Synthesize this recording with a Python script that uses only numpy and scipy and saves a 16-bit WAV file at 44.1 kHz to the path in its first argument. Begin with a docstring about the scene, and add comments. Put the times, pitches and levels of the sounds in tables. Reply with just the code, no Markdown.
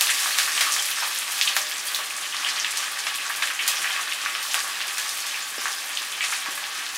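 """A bright, loud sizzle with sharp pops: sliced onions have just met the hot oil in an iron pan.
Their boiling water is made of many random bursts: coarse crackle, fine fizz and short pitched blips.
Single drops pop as short clicks with echoes; each flare of boiling swells quickly and then fades.
Later a spatula knocks dully and stirs up flurries of fine crackle.
The pan rings along, a tiled kitchen echoes and a low hum lies beneath; both channels are alike."""
import sys
import numpy as np
from scipy import signal
from scipy.fft import rfft, irfft, next_fast_len
from scipy.io import wavfile
from scipy.ndimage import map_coordinates

SR = 44100
rng = np.random.default_rng(int(sys.argv[2]) if len(sys.argv) > 2 else 0)


def wrap_up_sound(samples):
    """Save the sound to the file named by the first command line argument, as 16-bit audio."""
    columns = np.atleast_2d(samples).T
    # keep every value between -1 and 1, then stretch to whole-number steps
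    tamed = np.clip(columns, -1, 1)
    steps = np.round(tamed * 32767).astype(np.int16)
    wavfile.write(sys.argv[1], SR, steps)


N = 307553


def amp(db):
    """Turn decibels into a gain."""
    return 10 ** (np.asarray(db) / 20)


def unit(x):
    """Scale a sound to an average strength (rms) of 1."""
    return x / np.sqrt(np.mean(x ** 2) + 1e-20)


def along(points, hz):
    """Read a curve of (Hz, value) points, with straight lines between them on a log pitch axis."""
    point_hz, values = np.transpose(points)
    return np.interp(np.log(hz + 1), np.log(point_hz + 1), values)


def wobble(rate):
    """Make a smooth random curve from rate random points a second."""
    points = rng.standard_normal(int(N * rate / SR) + 4)
    return map_coordinates(points, [np.arange(N) * rate / SR])


def filtered(x, response):
    """Multiply each frequency in x by the response, a function of Hz."""
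    size = next_fast_len(N + SR // 2)
    hz = np.fft.rfftfreq(size, 1 / SR)
    return irfft(rfft(x, size) * response(hz), size)[:N]


def coloured(x, spectrum):
    """Shape x by a spectrum and scale it to rms 1."""
    return unit(filtered(x, lambda hz: amp(along(spectrum, hz))))


def add(track, s, sound):
    """Mix a sound into the track at time s, in seconds."""
    start = int(np.clip(s * SR, 0, N - 1))
    track[start:start + len(sound)] += sound[:N - start]


def click(hz, octaves, size=1024):
    """A click of energy 1: one hump of frequencies around hz, starting at once with nothing before it."""
    f = np.fft.rfftfreq(size, 1 / SR) + 1
    hump = (1 + (np.log2(f / hz) / octaves) ** 2 / 3) ** -4
    # folding the cepstrum (the spectrum of the log spectrum) puts the energy as early as possible
    cepstrum = irfft(np.log(hump + 1e-4))
    cepstrum[1:size // 2] *= 2
    cepstrum[size // 2 + 1:] = 0
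    wave = irfft(np.exp(rfft(cepstrum)))
    return wave / np.linalg.norm(wave)


# how long the tiled kitchen takes to die away by 60 dB: (pitch_hz, fade_s)
TILE_ECHO = [(200, 0.74), (1200, 0.19), (4000, 0.28), (14000, 0.29)]


def echoes(count, burst_s=.008, early_db=0, early_s=0.056, late_db=0.0, gap_s=0.0068):
    """Paths of energy 1 from spots in the pan: the burst, quick returns from bowl and wall, the room's tail."""
    t = np.arange(SR // 4) / SR
    # the tail is noise that fades at a different speed for each frequency
    hz, frame_s, z = signal.stft(rng.standard_normal((count, len(t))), SR, nperseg=256)
    fade = amp(-60 * frame_s / along(TILE_ECHO, hz)[:, None])
    late = signal.istft(z * fade, SR, nperseg=256)[1][:, :len(t)]
    # cubing the noise leaves few, strong returns
    early = rng.standard_normal(late.shape) ** 3 * amp(-60 * t / early_s)
    burst = rng.standard_normal(late.shape) * amp(-60 * t / burst_s)
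    arrival = 1 - np.exp(-t / gap_s)  # echoes build up after the burst
    parts = (burst, 0), (early * arrival, early_db), (late * arrival, late_db)
    paths = sum(amp(db) * part / np.linalg.norm(part, axis=1, keepdims=True) for part, db in parts)
    return paths / np.linalg.norm(paths, axis=1, keepdims=True)


def bubbles(rate, low_hz, high_hz, octaves, spread_db, rarest, burst_s, count=32):
    """About rate random bursts a second from count spots in the pan, each with its own pitch and echoes."""
    track = np.zeros(N)
    paths = echoes(count, burst_s=burst_s, early_db=1, early_s=0.084, late_db=-1.5)
    for hz, path in zip(np.geomspace(low_hz, high_hz, count), paths):
        bursts = max(1, int(rate * N / SR / count))
        where, strength, sign = rng.random((bursts, 3)).T
        # weak bursts are common, strong ones rare; rarest limits the strongest
        sizes = amp(-spread_db * np.log(strength + rarest)) * np.sign(sign - .5)
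        train = np.bincount((where * N).astype(int), sizes, N)
        sound = np.convolve(path, click(hz, octaves))
        track += np.sqrt(hz) * signal.oaconvolve(train, sound)[:N]
    return unit(track)


# every flare swells quickly, then falls by the same amount over its length, ever faster
FLARE_RISE_S, FLARE_FADE_DB, FLARE_FADE_POWER = 0.12, 10, 1.6


def flare(s, length):
    """Boiling after wet onion lands at s: a quick swell, then a fade as its surface water is used up."""
    age = np.maximum(np.arange(N) / SR - s, 0)
    swell = np.sqrt(np.minimum(age / FLARE_RISE_S, 1))
    return swell * amp(-FLARE_FADE_DB * (age / length) ** FLARE_FADE_POWER)


# wet onion meets the oil, dropped in or turned over, and the boiling flares up:
# (start_s, length_s, bubbling_db, fizz_db, bright_db), bright_db being the finest spray relative to the fizz
ONION_FLARES = [(-0.12, 1.56, -28.5, -23.5, 0), (0.47, 0.35, -29, -44, -1), (1.26, 0.35, -34, -29.5, 3.5),
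                (2.28, 1.3, -32.6, -31.7, -15), (3.55, 1.3, -31.3, -38, 2), (4.4, 0.28, -37, -26, -0.5),
                (4.889, 0.6, -34.5, -29.5, -2), (5.59, 0.22, -34.5, -31, -8), (5.9, 2.4, -38.5, -60, -10)]
# the steady simmer under the flares
SIMMER_BUBBLING_DB, SIMMER_FIZZ_DB = -34, -35
# fresh onion throws mostly small bubbles: the deepest bubbling swells less in a flare
DEEP_FLARE_DB = -4


def boil():
    """Gains of deepest bubbling, bubbling, fizz and finest spray: simmer and flares add in power."""
    deep = bubbling = amp(SIMMER_BUBBLING_DB) ** 2
    fizz = finest = amp(SIMMER_FIZZ_DB) ** 2
    for s, length, bubbling_db, fizz_db, bright_db in ONION_FLARES:
        steam = flare(s, length)
        deep = deep + (amp(bubbling_db + DEEP_FLARE_DB) * steam) ** 2
        bubbling = bubbling + (amp(bubbling_db) * steam) ** 2
        fizz = fizz + (amp(fizz_db) * steam) ** 2
        finest = finest + (amp(fizz_db + bright_db) * steam) ** 2
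    return np.sqrt([deep, bubbling, fizz, finest])


# tone colour of the coarse bubbling, relative levels: (pitch_hz, level_db per Hz)
BUBBLING_COLOUR = [(60, -40), (170, -24), (350, -13), (600, -11), (1000, -4), (1800, 0), (3200, -1.5),
                   (5000, -8), (9000, -17), (16000, -26)]
# tone colour of the fine fizz, also used by the stirring, relative levels: (pitch_hz, level_db per Hz)
FIZZ_COLOUR = [(300, -49), (1500, -22), (3500, -0.5), (5500, 1), (8000, -0.5), (10000, -1), (12000, -6),
               (14000, -7), (15800, -14.5)]
# the deepest bubbling lies below the first pitch, the finest spray above the second
DEEP_HZ, FINEST_HZ = 1380, 9500


def sizzle(deep_gain, bubbling_gain, fizz_gain, finest_gain):
    """Steam escapes through the oil: crackle and fizz, each over a wash of bursts too small to tell apart."""
    crackle = bubbles(rate=380, low_hz=687, high_hz=7350, octaves=0.87,
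                      spread_db=7, rarest=0.09, burst_s=0.0075)
    spray = bubbles(rate=600, low_hz=2770, high_hz=14500, octaves=0.88,
                    spread_db=11, rarest=0.053, burst_s=0.01)
    # bubbles that stay whole for a few cycles sound with a pitch
    blips = bubbles(rate=80, low_hz=1405, high_hz=10040, octaves=0.067,
                    spread_db=8.0, rarest=0.14, burst_s=0.02)

    coarse = amp(-3.5) * coloured(crackle, BUBBLING_COLOUR)
    coarse = coarse + amp(-3) * coloured(rng.standard_normal(N), BUBBLING_COLOUR)
    fine = amp(-3.5) * coloured(spray, FIZZ_COLOUR)
    fine = fine + amp(-5) * coloured(rng.standard_normal(N), FIZZ_COLOUR)
    fine = fine + amp(-12.5) * coloured(blips, FIZZ_COLOUR)

    deep = filtered(coarse, lambda hz: 1 / (1 + (hz / DEEP_HZ) ** 6))
    coarse = bubbling_gain * (coarse - deep) + deep_gain * deep
    # fresh wet onion throws the finest spray
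    finest = filtered(fine, lambda hz: 1 / (1 + (FINEST_HZ / (hz + 1)) ** 6))
    fine = fizz_gain * (fine - finest) + finest_gain * finest

    surge_db = 0.72 * wobble(12)
    flicker_db = 0.34 * wobble(25)  # the fizz flickers a little on its own
    return amp(surge_db) * (coarse + fine * amp(flicker_db))


# smaller drops spit at random, more often and louder the harder the oil bubbles
SPIT_COUNT = 28
# typical pitch and width; each drop varies around them
SPIT_HZ, SPIT_PITCH_SPREAD_OCTAVES, SPIT_WIDTH_OCTAVES = 4280, 0.82, 1.0
SPIT_OVER_BUBBLING_DB, SPIT_SPREAD_DB, SPIT_BURST_S = -1, 1.0, 0.0086


def spits(bubbling_gain):
    """Small pops, one per equal share of the water boiled off, as rows laid out like the loudest pops."""
    boiled = np.cumsum(bubbling_gain ** 2)
    shares = (np.arange(SPIT_COUNT) + rng.random(SPIT_COUNT)) / SPIT_COUNT
    at = np.searchsorted(boiled / boiled[-1], shares)
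    size, pitch, width = rng.standard_normal((SPIT_COUNT, 3)).T
    db = 20 * np.log10(bubbling_gain[at]) + SPIT_OVER_BUBBLING_DB + SPIT_SPREAD_DB * size
    hz = SPIT_HZ * 2 ** (SPIT_PITCH_SPREAD_OCTAVES * pitch)
    octaves = SPIT_WIDTH_OCTAVES * 2 ** width
    return np.column_stack([at / SR, db, hz, octaves, np.full(SPIT_COUNT, SPIT_BURST_S)])


def blows(rows, gain_db, paths):
    """One click with its own echoes for each row; gain_db raises the level of them all."""
    track = np.zeros(N)
    for (s, db, hz, octaves), path in zip(rows, paths):
        sound = signal.fftconvolve(path, click(hz, octaves))
        add(track, s, amp(db + gain_db) * sound / np.linalg.norm(sound))
    return track


# the loudest pops, as drops burst and wet slices hit the oil, levels before the gain all pops share:
# (start_s, level_db, pitch_hz, width_octaves, burst_s)
LOUD_POPS = [(0.0098, -18, 3970, 2.6, .007), (0.0229, -26, 6540, 1.8, .03),
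             (0.0936, -23, 2290, 0.71, 0.0072), (0.3859, -19.5, 2940, 1.8, 0.012),
             (0.5771, -25, 2730, 0.73, .025), (0.6087, -19.5, 2900, 2.05, 0.026),
             (0.6654, -29.5, 1220, 0.27, 0.014), (0.7646, -27, 2130, 2.3, .006),
             (0.7857, -28, 3170, 0.17, .025), (0.8234, -28, 6080, 1.1, .02), (0.912, -32, 3060, 0.32, .03),
             (1.0242, -30.5, 1340, 1.03, 0.028), (1.4129, -19, 3520, 0.95, .006),
             (1.4734, -21.2, 3100, 0.6, .05), (1.5656, -19.5, 2590, 2.4, 0.011),
             (1.9459, -26.5, 3650, 0.35, .009), (1.9475, -27.5, 9000, 1.8, 0.012),
             (1.9882, -34.5, 1000, 2, 0.036), (2.4472, -25.5, 2980, 0.19, .007),
             (2.4611, -29, 2250, 0.89, .04), (2.5988, -27.5, 5400, 0.4, .008),
             (2.646, -24.5, 2500, 0.7, 0.012), (2.7724, -25.5, 5600, 1.1, 0.01),
             (3.068, -25.5, 2210, 1.4, 0.01), (3.183, -34.5, 2800, 0.3, .03),
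             (3.2966, -30, 1530, 0.91, 0.055), (3.4225, -22, 2200, 1.28, 0.089),
             (3.5012, -28.5, 1900, 0.86, .02), (3.5918, -25.5, 2360, 0.6, 0.0076),
             (3.6775, -19, 4800, 2.2, 0.029), (3.844, -27.5, 1670, 0.95, .014),
             (4.1225, -31, 2300, 0.75, .015), (4.2605, -26.5, 1790, 0.85, .01),
             (4.351, -28.5, 2080, 1.54, .008), (4.5435, -22.5, 2120, 1.94, 0.0063),
             (4.8052, -29, 2280, 0.97, 0.0067), (4.9819, -26.5, 3160, 1.9, .009),
             (5.3428, -31, 2470, 0.41, .012), (5.6562, -27.5, 1520, 0.97, 0.007),
             (5.9724, -26.5, 3200, 0.86, 0.0087), (6.2075, -24, 2300, 0.54, .006),
             (6.2389, -26, 2400, 1.5, 0.032), (6.3231, -27, 1750, 1, .009), (6.6403, -33, 2600, 0.8, .012)]


def popping(bubbling_gain):
    """Drops burst, large and small: a short burst is a crack, a long one a wet spatter."""
    drops = np.vstack([LOUD_POPS, spits(bubbling_gain)])
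    paths = echoes(len(drops), burst_s=drops[:, -1:], early_db=-2.0, early_s=0.08, late_db=1.0)
    pops = blows(drops[:, :-1], gain_db=30.5, paths=paths)
    # bursting drops radiate little bass and little at the very top
    band = signal.butter(3, [550, 15000], "bandpass", fs=SR, output="sos")
    return signal.sosfilt(band, pops)


# ringing tones of the pan, levels relative to the sound that excites them: (pitch_hz, width_hz, level_db)
PAN_TONES = [(293, 13.4, 1), (562, 6.4, -2), (604.7, 7.1, 6), (794, 55, -4), (1132, 20.5, 5), (1175, 10, 4),
             (1264, 6.5, 4), (1569, 13, 0.5), (1682, 36, -1), (1820, 60, -7), (2560, 77, -5.5),
             (3064, 30, -6), (3430, 37, -10), (4770, 49, -14), (6980, 35, -24), (9050, 50, -8)]


def pan_ring(hz):
    """The iron bowl lifts the sound at its modes, the pitches where it likes to ring."""
    lift = 1
    for centre, width, db in PAN_TONES:
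        lift = lift + amp(db) * 1j * hz * width / (centre ** 2 - hz ** 2 + 1j * hz * width)
    return lift


# tone colour of the kitchen hum, relative levels: (pitch_hz, level_db per Hz)
HUM_COLOUR = [(20, -21), (45, -25), (70, -23), (87, 4.5), (102, -8), (150, -3), (180, 9.5), (220, 4),
              (400, -2), (1500, -32)]


def kitchen_hum():
    """A quiet low hum: steady noise shaped to the kitchen's tone colour."""
    return amp(-68) * coloured(rng.standard_normal(N), HUM_COLOUR)


# dull knocks of the spatula on the pan, levels before the gain they share:
# (start_s, level_db, pitch_hz, width_octaves)
SPATULA_KNOCKS = [(5.580, -42, 420, 1.15), (6.484, -43.5, 480, 1.25)]


def knocking():
    """The wooden spatula hits the pan: low clicks with weak echoes."""
    paths = echoes(len(SPATULA_KNOCKS), burst_s=.025, early_db=-5, early_s=.04, late_db=-6)
    return blows(SPATULA_KNOCKS, gain_db=31, paths=paths)


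# the spatula scrapes through the onions and turns wet faces onto the iron: (start_s, length_s, level_db)
SPATULA_STROKES = [(5.623, 0.3, -34), (6.215, 0.25, -32), (6.56, 0.13, -53)]


def stirring():
    """Each stroke raises a flurry of fine crackle that swells quickly and dies away."""
    strength = np.zeros(N)
    for s, length, db in SPATULA_STROKES:
        progress = np.linspace(0, 1, max(2, int(length * SR)))
        # the square root moves the peak to a quarter of the stroke
        add(strength, s, amp(db) * np.abs(np.sin(np.pi * np.sqrt(progress))))
    flurry = bubbles(rate=1400, low_hz=2520, high_hz=12100, octaves=0.58,
                     spread_db=9, rarest=0.05, burst_s=0.0056, count=8)
    return strength * coloured(flurry, FIZZ_COLOUR)


def scene():
    """Everything in the pan rings through it, over the low hum of the kitchen; both channels are alike."""
    deep_gain, bubbling_gain, fizz_gain, finest_gain = boil()
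    frying = sizzle(deep_gain, bubbling_gain, fizz_gain, finest_gain) + popping(bubbling_gain)
    in_pan = frying + knocking() + stirring()
    mono = filtered(in_pan, pan_ring) + kitchen_hum()
    return np.array([mono, mono])


TOP_HZ = 15800


def record(dry):
    """The recorder keeps nothing from its band limit upwards."""
    return np.array([filtered(channel, lambda hz: hz < TOP_HZ) for channel in dry])


dry = scene()
out = record(dry)
wrap_up_sound(out)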